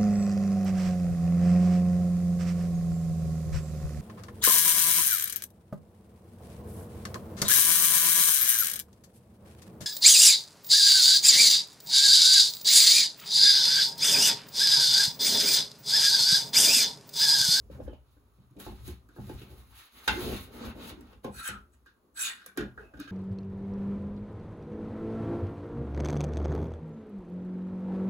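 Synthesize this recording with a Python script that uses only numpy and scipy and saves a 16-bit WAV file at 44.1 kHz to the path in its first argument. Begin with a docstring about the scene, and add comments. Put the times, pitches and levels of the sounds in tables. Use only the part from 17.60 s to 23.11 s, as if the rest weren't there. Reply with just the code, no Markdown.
"""Clamp work in a small wooden workshop

Someone steps over a boarded floor, bumps a batten, lifts a bar clamp off a plywood box, slides its jaw and knocks it
on the table edge. Knocks, bumps and footfalls ring damped modes; creaks and the sliding jaw drive modes with noise.
Scuffs and sway are shaped noise, squeaks are narrow gliding bands. A room tail and two microphones finish it.
"""
import sys
import numpy as np
from scipy import signal
from scipy.fft import rfft, irfft
from scipy.io import wavfile
from scipy.ndimage import uniform_filter1d

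SR = 44100
rng = np.random.default_rng(int(sys.argv[2]) if len(sys.argv) > 2 else 0)


def persist_wave(psi):
    """Save psi, clipped to +-1, as 16-bit WAV."""
    counts = np.round(np.clip(psi, -1, 1) * 32767).astype(np.int16)
    wavfile.write(sys.argv[1], SR, np.atleast_2d(counts).T)


N = 242991

# In every table, levels in dB are relative settings.
# Quiet workshop air, spectrum: pitch_hz, level_db
AIR_SPECTRUM = [(25, 2), (45, -20), (65, -21), (120, -8), (300, -23.5), (600, -5.5), (1200, 2.5),
                (1800, -13.5), (4000, -25.5), (8000, -18.5)]
# Fine hiss of friction and of the microphones, spectrum: pitch_hz, level_db
HISS_SPECTRUM = [(500, -8), (1500, -4.5), (3000, -6), (4100, -2), (5300, -13), (6400, -11), (7500, -11.5),
                 (9000, -14.5), (11000, -5), (13500, -8), (15500, -5.5)]
# Shifts of weight on boards and table: full_level_s, hold_s, sway_db, creak_db
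WEIGHT_SHIFTS = [(0.0, 0.085, -53.5, -63.5), (0.124, 0.052, -47, -81), (0.202, 0.0075, -58, -45),
                 (0.239, 0.01, -44, -70), (0.314, 0.0039, -61.5, -55.5), (0.407, 0.47, -63.5, -71.5),
                 (0.836, 0.035, -72, -72), (0.983, 0.028, -53.5, -50.5), (1.08, 0.045, -43, -55.5),
                 (1.209, 0.0086, -44, -55), (1.248, 0.077, -42.5, -58), (1.38, 0.24, -61.5, -70),
                 (1.617, 0.063, -43, -59.5), (1.694, 0.0042, -45.5, -49), (1.741, 0.012, -39, -51.5),
                 (1.808, 0.11, -69, -58.5), (1.926, 0.11, -49, -63.5), (2.052, 0.14, -58.5, -73),
                 (2.357, 0.08, -65, -63.5), (2.508, 0.023, -38, -37), (2.628, 0.12, -38.5, -39),
                 (2.664, 0.17, -46.5, -48), (2.883, 0.062, -59.5, -55.5), (2.959, 0.017, -51.5, -45),
                 (3.061, 0.037, -43, -48), (3.158, 0.17, -54, -48), (3.325, 0.25, -56, -60.5),
                 (3.669, 0.0093, -45, -43), (3.749, 0.046, -54, -59.5), (3.912, 0.077, -51, -60.5),
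                 (4.034, 0.2, -64, -70), (4.293, 0.26, -75.5, -73.5), (4.56, 0.37, -77, -70),
                 (4.989, 0.059, -52.5, -46), (5.172, 0.095, -56, -60.5), (5.365, 0.018, -52.5, -55.5),
                 (5.47, .04, -65, -62)]
# Deep sway of the floor, spectrum: pitch_hz, level_db
SWAY_SPECTRUM = [(15, -42.5), (28, -22), (40, -3), (50, 17), (62, 21), (75, 16.5), (100, 11.5), (135, 8.5),
                 (170, -29.5)]
# Ringing modes of the table top: pitch_hz, level_db, time_to_fall_60_db_s
TABLE_TOP_MODES = [(124.9, -2.5, 0.15), (170.3, 3.5, 0.1), (202.7, 1.5, 0.16), (243, 8, 0.093)]
# Ringing modes of the table edge: pitch_hz, level_db, time_to_fall_60_db_s
TABLE_EDGE_MODES = [(289.2, -0.29, 0.052), (346.3, -0.31, 0.058), (374, -3.3, 0.11), (411.2, -0.27, 0.066)]
# Ringing modes of the plywood box: pitch_hz, level_db, time_to_fall_60_db_s
BOX_MODES = [(500, -5.5, 0.088), (588, -7.5, 0.058), (712, -4, 0.06), (790, -9, 0.05), (853, -5, 0.05),
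             (1040, -5, 0.071)]
# Round bumps of loose wood: start_s, level_db
BUMPS = [(0.099, -40), (0.149, -41.5), (0.202, -35), (0.277, -36), (0.331, -38), (1.697, -39),
         (3.646, -35.5)]
# Ringing modes of the batten: pitch_hz, level_db, time_to_fall_60_db_s
BATTEN_MODES = [(277, 0, 0.02), (515, 13, 0.019), (581, 5.5, 0.033)]
# Knocks and clicks: start_s, level_db, then each part relative to that level:
# table_top_db, table_edge_db, box_db, clamp_grip_db, clamp_jaw_db, crack_db
KNOCKS = [(0.1, -33, -5, -2.5, -18, -38, -28, -46), (0.15, -36.5, -3.5, -33, -11, -24, -35, -30),
          (0.177, -40, 2, -12, -30, -41, -40, -40), (0.204, -30.5, -6, -12, -13, -30.5, -25.5, -48),
          (0.277, -32.5, -43, -1, -11.5, -48, -22, -40), (0.332, -37.5, -25, -30, -23, -40, -17.5, -36),
          (0.566, -44, -31, -6, -10.5, -27, -38, -42), (0.785, -44.5, 1, -9, -22, -42, -46, -30),
          (0.909, -53, 6, 5, -11, -49, -39, -2), (0.966, -36.5, -4, -1, -20, -45, -20, -19),
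          (1, -35, -10, -18, -20, -20, -7, 4), (1.065, -27, -8, -5, -7, -38, -37, -28),
          (1.125, -33.5, -3, -9, -12, -34, -29.5, -35), (1.278, -21.5, -17.5, -9.5, -23, -41, -42, -8.5),
          (1.488, -50, -29, 7.5, -27, -7, -13, 1), (1.563, -32, -22, -6, -8.5, -22.5, -44, -41),
          (1.585, -30.5, 1, -6, -5.5, -48, -39, -40), (1.694, -26, -11, -4, -12.5, -27, -19, -17),
          (1.815, -33.5, -4.5, -1, -21, -36, -9, -31), (2.477, -5.5, -32, -24, -22, -26, -6, -14),
          (3.409, -39, -14, -32, -29, -25, -18.5, -3.5), (3.528, -38.5, -30, -28, -7, -23, -12, -34),
          (3.645, -24, -7.5, -5.5, -4.5, -29, -15, -12), (3.679, -51.5, -26, -17, 28.5, -47, -38.5, -40),
          (3.886, -18, -20, -25.5, -19.5, -21.5, -14, -6.5), (4.261, -40, -17.5, -15, -18, -11.5, -34, -11),
          (4.862, -35, -27.5, -22, -12, -14, -29, 10), (4.964, -40.5, -5, -9.5, -14, -16, -9.5, -32),
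          (4.974, -13.5, -16, -6.5, -26, -21, -14, -7.5), (5.005, -19, -11, -3, -36, -19, -16.5, -38),
          (5.176, -31.5, -17, -12.5, -10.5, -10.5, -26, -32),
          (5.337, -32.5, -10, -10, -17.5, -18, -22, -33), (5.371, -35.5, -5, -13, -21, -22, -16, -36),
          (5.392, -34, -15, -14, -25, -32, -38, -35), (5.4, -36, -14, -15, -25, -10, -9, 4.5),
          (5.475, -35.5, -23, -6, -19, -9.5, -8, -20)]
# Ringing modes of the clamp grip: pitch_hz, level_db, time_to_fall_60_db_s
GRIP_MODES = [(1232, 0, 0.008), (1436, 1, 0.03), (1600, 10, 0.022), (1725, 0, 0.015), (1900, -4, 0.018)]
# Ringing modes of the loose clamp jaw: pitch_hz, level_db, time_to_fall_60_db_s
JAW_MODES = [(2065, -14.5, 0.0082), (2493, -5, 0.0098), (2865, -6.5, 0.0071), (3200, -12.5, 0.011),
             (3580, -5.5, 0.0049), (3920, -4.5, 0.0014)]
# Short crack of contact, spectrum: pitch_hz, level_db
CRACK_SPECTRUM = [(1000, -14), (2500, -4), (4500, -2), (6500, 4), (11500, 8), (15500, 4)]
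# Strokes of soles, sleeves and palm: full_level_s, rise_s, hold_s, fade_20_db_s, hiss_db, body_db
RUBS = [(0.113, 0.0078, 0.014, 0.051, -65.5, -66), (0.327, 0.092, 0.86, .2, -82.5, -103),
        (1.002, 0.023, 0.016, 0.18, -51, -114), (1.16, 0.047, 0.031, 0.091, -66, -103),
        (1.257, 0.055, 0.0041, 0.11, -54, -92), (1.665, 0.26, 0.055, .5, -62, -95),
        (1.78, .2, .22, .2, -64, -95), (2.18, .15, .01, .1, -55, -95), (2.26, .06, .005, .05, -56, -95),
        (2.36, .1, .11, .05, -57, -95), (2.479, 0.0078, 0.0033, 0.0081, -47, -37.5),
        (2.552, 0.13, 0.2, 0.11, -43, -99.5), (2.984, 0.18, 0.12, 0.024, -54.5, -62.5),
        (3.206, 0.093, 0.094, 0.036, -52, -69.5), (3.453, 0.11, 0.073, 0.033, -74, -72),
        (3.643, 0.018, 0.0039, 0.02, -57.5, -68.5)]
# Duller body under the friction hiss, spectrum: pitch_hz, level_db
RUB_BODY_SPECTRUM = [(300, -42), (700, 16), (1200, 10), (2000, 3), (3000, -0.5), (4200, -6), (5200, -9.5),
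                     (7000, -33.5)]
# Footfalls that boom in the floor: start_s, level_db
FOOTFALLS = [(0.232, -26.5), (0.296, -45), (1.075, -38), (1.271, -58), (1.728, -41), (2.502, -35.5),
             (3.037, -34.5), (4.992, -32)]
# Ringing modes of the floor: pitch_hz, level_db, time_to_fall_60_db_s
FLOOR_MODES = [(56.2, 1.5, 0.18), (75, -4.5, 0.11), (131, -3.5, 0.15)]
# Squeaks, creaks and chatter on narrow bands that glide in pitch:
# start_s, end_s, first_hz, last_hz, width_hz, level_db
SQUEAKS = [(0.26, 0.288, 1787, 1515, 190, -62.5), (0.264, 0.372, 3150, 2925, 80, -72),
           (2.537, 2.632, 317, 397, 39.4, -40), (2.548, 2.587, 1690, 1560, 40.2, -73),
           (2.946, 3.125, 248.2, 221, 24.4, -44.5), (2.995, 3.062, 501, 454, 30.9, -43.5),
           (3.204, 3.299, 239, 219, 31, -55), (3.32, 3.458, 322.2, 269.4, 25, -51.5),
           (3.728, 3.867, 4290, 4190, 180, -58.5), (3.772, 3.812, 3945, 3810, 100, -53),
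           (3.774, 3.832, 1388, 1343, 60, -51), (3.781, 3.83, 1878, 1767, 180, -55.5),
           (3.84, 3.885, 1650, 1783, 150, -47), (3.84, 3.891, 3220, 3070, 150, -50.5),
           (3.89, 3.974, 1424, 1279, 80, -52.5), (4.594, 4.642, 7760, 7300, 252, -36),
           (4.601, 4.644, 10650, 10700, 330, -36), (4.625, 4.692, 7100, 6685, 360, -41),
           (4.57, 4.623, 1510, 1639, 200, -49.5), (4.585, 4.702, 2866, 3020, 51, -56),
           (4.592, 4.66, 2454, 2530, 56, -55), (4.677, 4.73, 1930, 1880, 65, -53),
           (4.601, 4.683, 3700, 4250, 230, -58), (5.388, 5.43, 300.6, 295, 17, -44.5),
           (4.642, 4.74, 1550, 1795, 230, -50), (4.975, 5.05, 946, 774, 300, -71),
           (4.86, 4.929, 1506, 1513, 30, -66.5), (4.864, 4.913, 2350, 2280, 29.8, -73),
           (5.181, 5.263, 419, 456.5, 30, -52), (5.189, 5.3, 2600, 2616, 50, -72.5),
           (5.22, 5.501, 630, 599, 37, -65)]
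# Blows that set the steel bar ringing: start_s, level_db
BAR_BLOWS = [(2.478, -29), (3.885, -60), (4.974, -37)]
# Ringing modes of the steel bar: pitch_hz, level_db, time_to_fall_60_db_s
BAR_MODES = [(514, 6.5, 0.097), (1482, -11.5, 0.096), (1490, 12, 0.038), (2095, -1.5, 0.15),
             (2440, -32.5, .12), (2670, -11, 0.062), (3060, -10, 0.096), (3670, -7.5, 0.098)]
# Jaw slides on the bar: full_level_s, rise_s, hold_s, fade_20_db_s, grip_db, jaw_db, steel_hiss_db
SLIDES = [(3.751, 0.054, 0.029, 0.054, -59, -60, -51.5), (3.783, 0.039, 0.022, 0.022, -54, -54.5, -47.5),
          (3.844, 0.031, 0.045, 0.014, -47, -53.5, -44.5), (3.897, 0.011, 0.018, 0.047, -71, -56.5, -86),
          (4.139, 0.035, 0.0044, 0.027, -77, -80.5, -73), (4.267, 0.024, 0.0082, 0.043, -67.5, -73, -98),
          (4.567, 0.023, 0.024, 0.14, -51, -54, -61.5), (4.606, 0.069, 0.016, 0.031, -52.5, -47, -35.5),
          (4.632, 0.046, 0.024, 0.073, -49.5, -39.5, -34.5),
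          (4.861, 0.0033, 0.0025, 0.012, -58.5, -59.5, -58), (4.777, 0.085, 0.037, 0.12, -61, -66.5, -73.5),
          (5.189, 0.014, 0.02, 0.091, -66.5, -78, -83), (5.393, 0.0043, 0.0098, 0.11, -59, -55, -70),
          (5.494, 0.03, 0.022, 0.035, -58, -69, -76)]
# Hissing bands of the sliding steel: pitch_hz, width_hz, level_db
STEEL_BANDS = [(3630, 310, 7), (6130, 160, 16), (6840, 400, 8), (6890, 110, 17), (7830, 67, 31),
               (8440, 250, 13), (9900, 950, 19), (10260, 180, 2.5), (12600, 3700, 4), (15100, 900, -5)]
# Room tail in bands: pitch_hz, time_to_fall_60_db_s, level_db
ROOM_BANDS = [(103.7, 0.42, -14), (396, 0.21, -14), (1790, 0.26, 0), (4330, 0.24, 1.5), (10600, 0.14, 2.5)]
# How alike left and right are, limited to 0-1 when used: pitch_hz, likeness
LIKENESS = [(60, 0.9), (300, 0.93), (600, 0.35), (1000, 0.2258), (5600, 0.11), (6300, -1.05), (6400, 4),
            (16000, 6.5)]
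# Balance of the microphone pair: pitch_hz, left_minus_right_db
BALANCE = [(2500, 0.5), (4000, -0.5), (5300, -4.5), (6200, -0.5)]

AIR_DB, TREBLE_HISS_DB = -74, -81.5
ROOM_DB = -1.5  # whole tail against the direct sound
DULLING_DB = 0.69  # lost per octave above the first mode, for each dB below the hardest blow
SHIFT_RISE_S = 0.053
SWAY_FADE_S, CREAK_FADE_S = 0.078, 0.046  # time to fall 20 dB
PORT_LAG_S, PORT_IN_STEP_HZ = 0.000204, 10950
TOP_HZ = 15750


def undb(db):
    """Turn dB into a plain gain."""
    return 10 ** (np.asarray(db) / 20)


def unit(x):
    """Scale to an average (RMS) level of 1."""
    return x / np.sqrt(np.mean(x ** 2))


def on_log_axis(points, size):
    """Read (pitch_hz, value) points at the bins of a transform."""
    hz, value = np.transpose(points)
    return np.interp(np.log(np.fft.rfftfreq(size, 1 / SR) + 1), np.log(hz), value)


def colour(x, points):
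    """Shape the spectrum, keeping white noise of level 1 at level 1."""
    size = x.shape[-1]
    gain = unit(undb(on_log_axis(points, size)))
    return irfft(rfft(x) * gain, size)


def noise():
    """Two unrelated streams of white noise, one per channel."""
    return rng.standard_normal((2, N))


def walk(rate):
    """Slow random drift with spread 1, from `rate` random steps a second smoothed twice."""
    k = int(SR / rate)
    steps = np.repeat(rng.standard_normal(N // k + 1), k)
    smooth = uniform_filter1d(uniform_filter1d(steps, k), k)
    return unit(smooth[:N])


def grit(grain_db):
    """Two unrelated streams of tiny slips of uneven size."""
    return unit(noise() * undb(grain_db * rng.exponential(size=N)))


def mode(x, hz, t60):
    """One damped ring that falls 60 dB in t60 seconds."""
    r, w = np.exp(-np.log(1000) / (t60 * SR)), 2 * np.pi * hz / SR
    return signal.lfilter([.5, 0, -.5], [1, -2 * r * np.cos(w), r * r], x)


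def swells(s, rise_s, hold_s, fade_s, level_db):
    """Envelopes that rise to full level at s, hold, and fade 20 dB per fade time; their powers add."""
    t = np.arange(0, N / SR + .002, .001)[:, None]
    rise = np.clip(1 - (s - t) / rise_s, 0, 1) ** 2
    fading_s = np.maximum(t - s - np.abs(hold_s), 0)
    gain = rise * undb(level_db - 20 * fading_s / fade_s)
    return np.interp(np.arange(N) / SR, t[:, 0], np.sqrt(np.sum(gain ** 2, axis=1)))


def fades(level_db, rise_s, fade_s):
    """An envelope that rises at each knock and dies away; both times are time constants."""
    x = np.zeros(N)
    x[(np.array(KNOCKS)[:, 0] * SR).astype(int)] = undb(level_db)
    rise, fade = np.exp(-1 / (rise_s * SR)), np.exp(-1 / (fade_s * SR))
    dying = signal.lfilter([1], [1, -fade], x)
    return signal.lfilter([1 - rise], [1, -rise], dying)


def blows(hits, level_db, modes, contact_s, scatter_db):
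    """Each hit rings every mode by a random share; softer is duller, and longer contact builds up slower."""
    at = (np.array(hits)[:, 0] * SR).astype(int)
    hit_db = np.array(hits)[:, 1]
    softer_db = DULLING_DB * (np.max(hit_db) - hit_db)
    share = undb(scatter_db * rng.standard_normal((len(at), len(modes))))
    sign = rng.choice([-1, 1], (len(at), len(modes)))
    out = 0
    for k, (hz, db, t60) in enumerate(modes):
        octaves_up = np.log2(hz / modes[0][0])
        x = np.zeros((2, N))
        x[:, at] = undb(level_db + db - softer_db * octaves_up) * share[:, k] * sign[:, k]
        contact = mode(x, hz, contact_s * np.log(1000))  # contact_s is its time constant
        out = out + mode(contact, hz, t60)
    return out * 2 / (contact_s * SR * np.sqrt(len(modes)))


def quiet():
    """The still workshop as gently wavering noise, plus the microphones' own hiss."""
    air = colour(noise(), AIR_SPECTRUM) * undb(AIR_DB + 1.5 * walk(3))
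    return air + undb(TREBLE_HISS_DB) * colour(noise(), HISS_SPECTRUM)


def sway():
    """The whole floor sways under the weight: swells of deep noise."""
    s, hold_s, sway_db, _ = np.transpose(WEIGHT_SHIFTS)
    return swells(s, SHIFT_RISE_S, hold_s, SWAY_FADE_S, sway_db) * colour(noise(), SWAY_SPECTRUM)


def creaks():
    """Shifting weight drives the wooden modes unevenly; soft soles excite little treble."""
    s, hold_s, _, creak_db = np.transpose(WEIGHT_SHIFTS)
    drive = noise() * undb(2.43 * walk(24.75))
    drive = signal.sosfilt(signal.butter(4, 650, fs=SR, output="sos"), drive)
    modes = TABLE_TOP_MODES + TABLE_EDGE_MODES + BOX_MODES[:2]
    # the modes ring shorter here than after a knock
    boards = unit(sum(undb(db) * unit(mode(drive, hz, 0.64 * t60)) for hz, db, t60 in modes))
    return swells(s, SHIFT_RISE_S, hold_s, CREAK_FADE_S, creak_db) * boards


def batten_bumps():
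    """Round woody bumps: each blow rings the short modes of the batten."""
    return blows(BUMPS, np.array(BUMPS)[:, 1], BATTEN_MODES, contact_s=.0028, scatter_db=1.5)


def knocks():
    """Table, box and clamp grip ring; the loose jaw rattles on; a short crack marks the contact."""
    s, level_db, top, edge, box, grip, jaw, crack = np.transpose(KNOCKS)
    ringing = (blows(KNOCKS, level_db + top + 3.0, TABLE_TOP_MODES, contact_s=0.009, scatter_db=-3.5)
               + blows(KNOCKS, level_db + edge - 0.5, TABLE_EDGE_MODES, contact_s=0.0056, scatter_db=2.5)
               + blows(KNOCKS, level_db + box + 6.0, BOX_MODES, contact_s=0.00093, scatter_db=4.0)
               + blows(KNOCKS, level_db + grip + 7.0, GRIP_MODES, contact_s=0.0013, scatter_db=2))
    rattle = fades(level_db + jaw - 22.0, rise_s=0.0018, fade_s=0.0053) * noise()
    jaw_ring = sum(undb(db) * mode(rattle, hz, t60) for hz, db, t60 in JAW_MODES)
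    contact = fades(level_db + crack - 10.0, rise_s=0.000087, fade_s=0.0022) * noise()
    return ringing + jaw_ring + colour(contact, CRACK_SPECTRUM)


def rubbing():
    """Rubbing makes many tiny slips: fine friction hiss over a duller body."""
    *shape, hiss_db, body_db = np.transpose(RUBS)
    slips = grit(grain_db=1.8) * undb(1.5 * walk(60))
    hiss = colour(slips, HISS_SPECTRUM)
    # the rough grain comes and goes separately in each register
    below = [signal.sosfilt(signal.butter(2, hz, fs=SR, output="sos"), hiss) for hz in (1800, 3200, 4800, 8500)]
    registers = np.diff([0 * hiss, *below, hiss], axis=0)
    hiss = sum(undb(2.5 * walk(40)) * part for part in registers)
    return swells(*shape, hiss_db) * hiss + swells(*shape, body_db) * colour(slips, RUB_BODY_SPECTRUM)


def footfalls():
    """Footfalls set off the low modes of the floor, which boom."""
    return blows(FOOTFALLS, np.array(FOOTFALLS)[:, 1], FLOOR_MODES, contact_s=0.03, scatter_db=-1.0)


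def squeaks():
    """Stick-slip so quick that it sings on one narrow, gliding band."""
    out = np.zeros((2, N))
    for t0, t1, hz0, hz1, width_hz, db in SQUEAKS:
        a, b = int(t0 * SR), min(int(t1 * SR), N)
        chance = rng.standard_normal((2, 2, SR // 2))
        # slow complex noise sets the width; turning it moves the band to its gliding pitch
        waver = signal.lfilter([1], [1, -np.exp(-np.pi * width_hz / SR)], chance[0] + 1j * chance[1])
        waver = waver[:, a - b:] / np.sqrt(np.mean(np.abs(waver) ** 2) / 2)
        turn = np.exp(2j * np.pi * np.cumsum(np.linspace(hz0, hz1, b - a)) / SR)
        out[:, a:b] += undb(db) * np.sqrt(np.hanning(b - a)) * (waver * turn).real
    return out


def bar_ring():
    """Blows with brief contact leave the steel bar ringing."""
    return blows(BAR_BLOWS, np.array(BAR_BLOWS)[:, 1], BAR_MODES, contact_s=0.0003, scatter_db=3.0)


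def chatter(slips, modes):
    """Dense slips ring a clamp part, and the share of each mode wanders as the jaw travels."""
    return unit(sum(undb(db + 3.5 * walk(30)) * unit(mode(slips, hz, 1.6 * t60)) for hz, db, t60 in modes))


def sliding():
    """The jaw chatters along the bar: dense slips ring grip and jaw and hiss in the steel."""
    slips = grit(grain_db=2.4) * undb(2 * walk(150))
    grip, jaw = chatter(slips, GRIP_MODES), chatter(slips, JAW_MODES)
    steel = 0
    for hz, width_hz, db in STEEL_BANDS:
        band = unit(mode(slips, hz, 1.5 / width_hz)) * np.sqrt(width_hz)  # a wider band carries more
        steel = steel + undb(db + 3 * walk(18)) * band
    steel = unit(signal.sosfilt(signal.butter(2, 3300, "high", fs=SR, output="sos"), steel))
    *shape, grip_db, jaw_db, steel_db = np.transpose(SLIDES)
    out = swells(*shape, grip_db) * grip + swells(*shape, jaw_db) * jaw + swells(*shape, steel_db) * steel
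    # the sliding parts are too small to radiate bass
    return signal.sosfilt(signal.butter(10, 1270, "high", fs=SR, output="sos"), out)


def room(x):
    """Direct sound plus a noise tail whose bands die at their own rates, soonest in the top treble."""
    size = SR // 2
    t, tail = np.arange(size) / SR, 0
    for hz, t60, db in ROOM_BANDS:
        band_shape = [(hz / 4, -30), (hz / 2.02, 0), (hz * 0.8, 0), (hz * 4, -30)]
        band = colour(rng.standard_normal((2, size)), band_shape)
        tail = tail + band * undb(db - 60 * t / t60)
    tail = tail * (1 - np.exp(-t / 0.00021))  # quick build-up
    tail *= undb(ROOM_DB) / np.sqrt(np.sum(tail ** 2) / 2)
    tail[:, 0] += 1  # direct sound
    return signal.fftconvolve(x, tail, axes=1)[:, :N]


def scene():
    """Objects sound in the room; floor sway and quiet noise are added without the room tail."""
    wood = creaks() + batten_bumps() + knocks() + footfalls()
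    friction_and_steel = rubbing() + squeaks() + bar_ring() + sliding()
    return room(wood + friction_and_steel) + sway() + quiet()


def record(dry):
    """Two microphone ports hear nearly the same bass; treble reaches the right first; the top is cut."""
    left, other = rfft(dry)
    hz = np.fft.rfftfreq(N, 1 / SR)
    like = np.clip(on_log_axis(LIKENESS, size=N), 0, 1)
    lead = np.where(hz > 3000, 2 * np.pi * PORT_LAG_S * (hz - PORT_IN_STEP_HZ), 0)  # radians
    right = like * left * np.exp(1j * lead) + 1j * np.sqrt(1 - like ** 2) * other
    half = undb(on_log_axis(BALANCE, size=N) / 2)  # each side takes half the difference
    pair = irfft(np.array([left * half, right / half]), N)
    return signal.sosfilt(signal.ellip(10, .2, 80, TOP_HZ, fs=SR, output="sos"), pair)


dry = scene()
out = record(dry)
persist_wave(out)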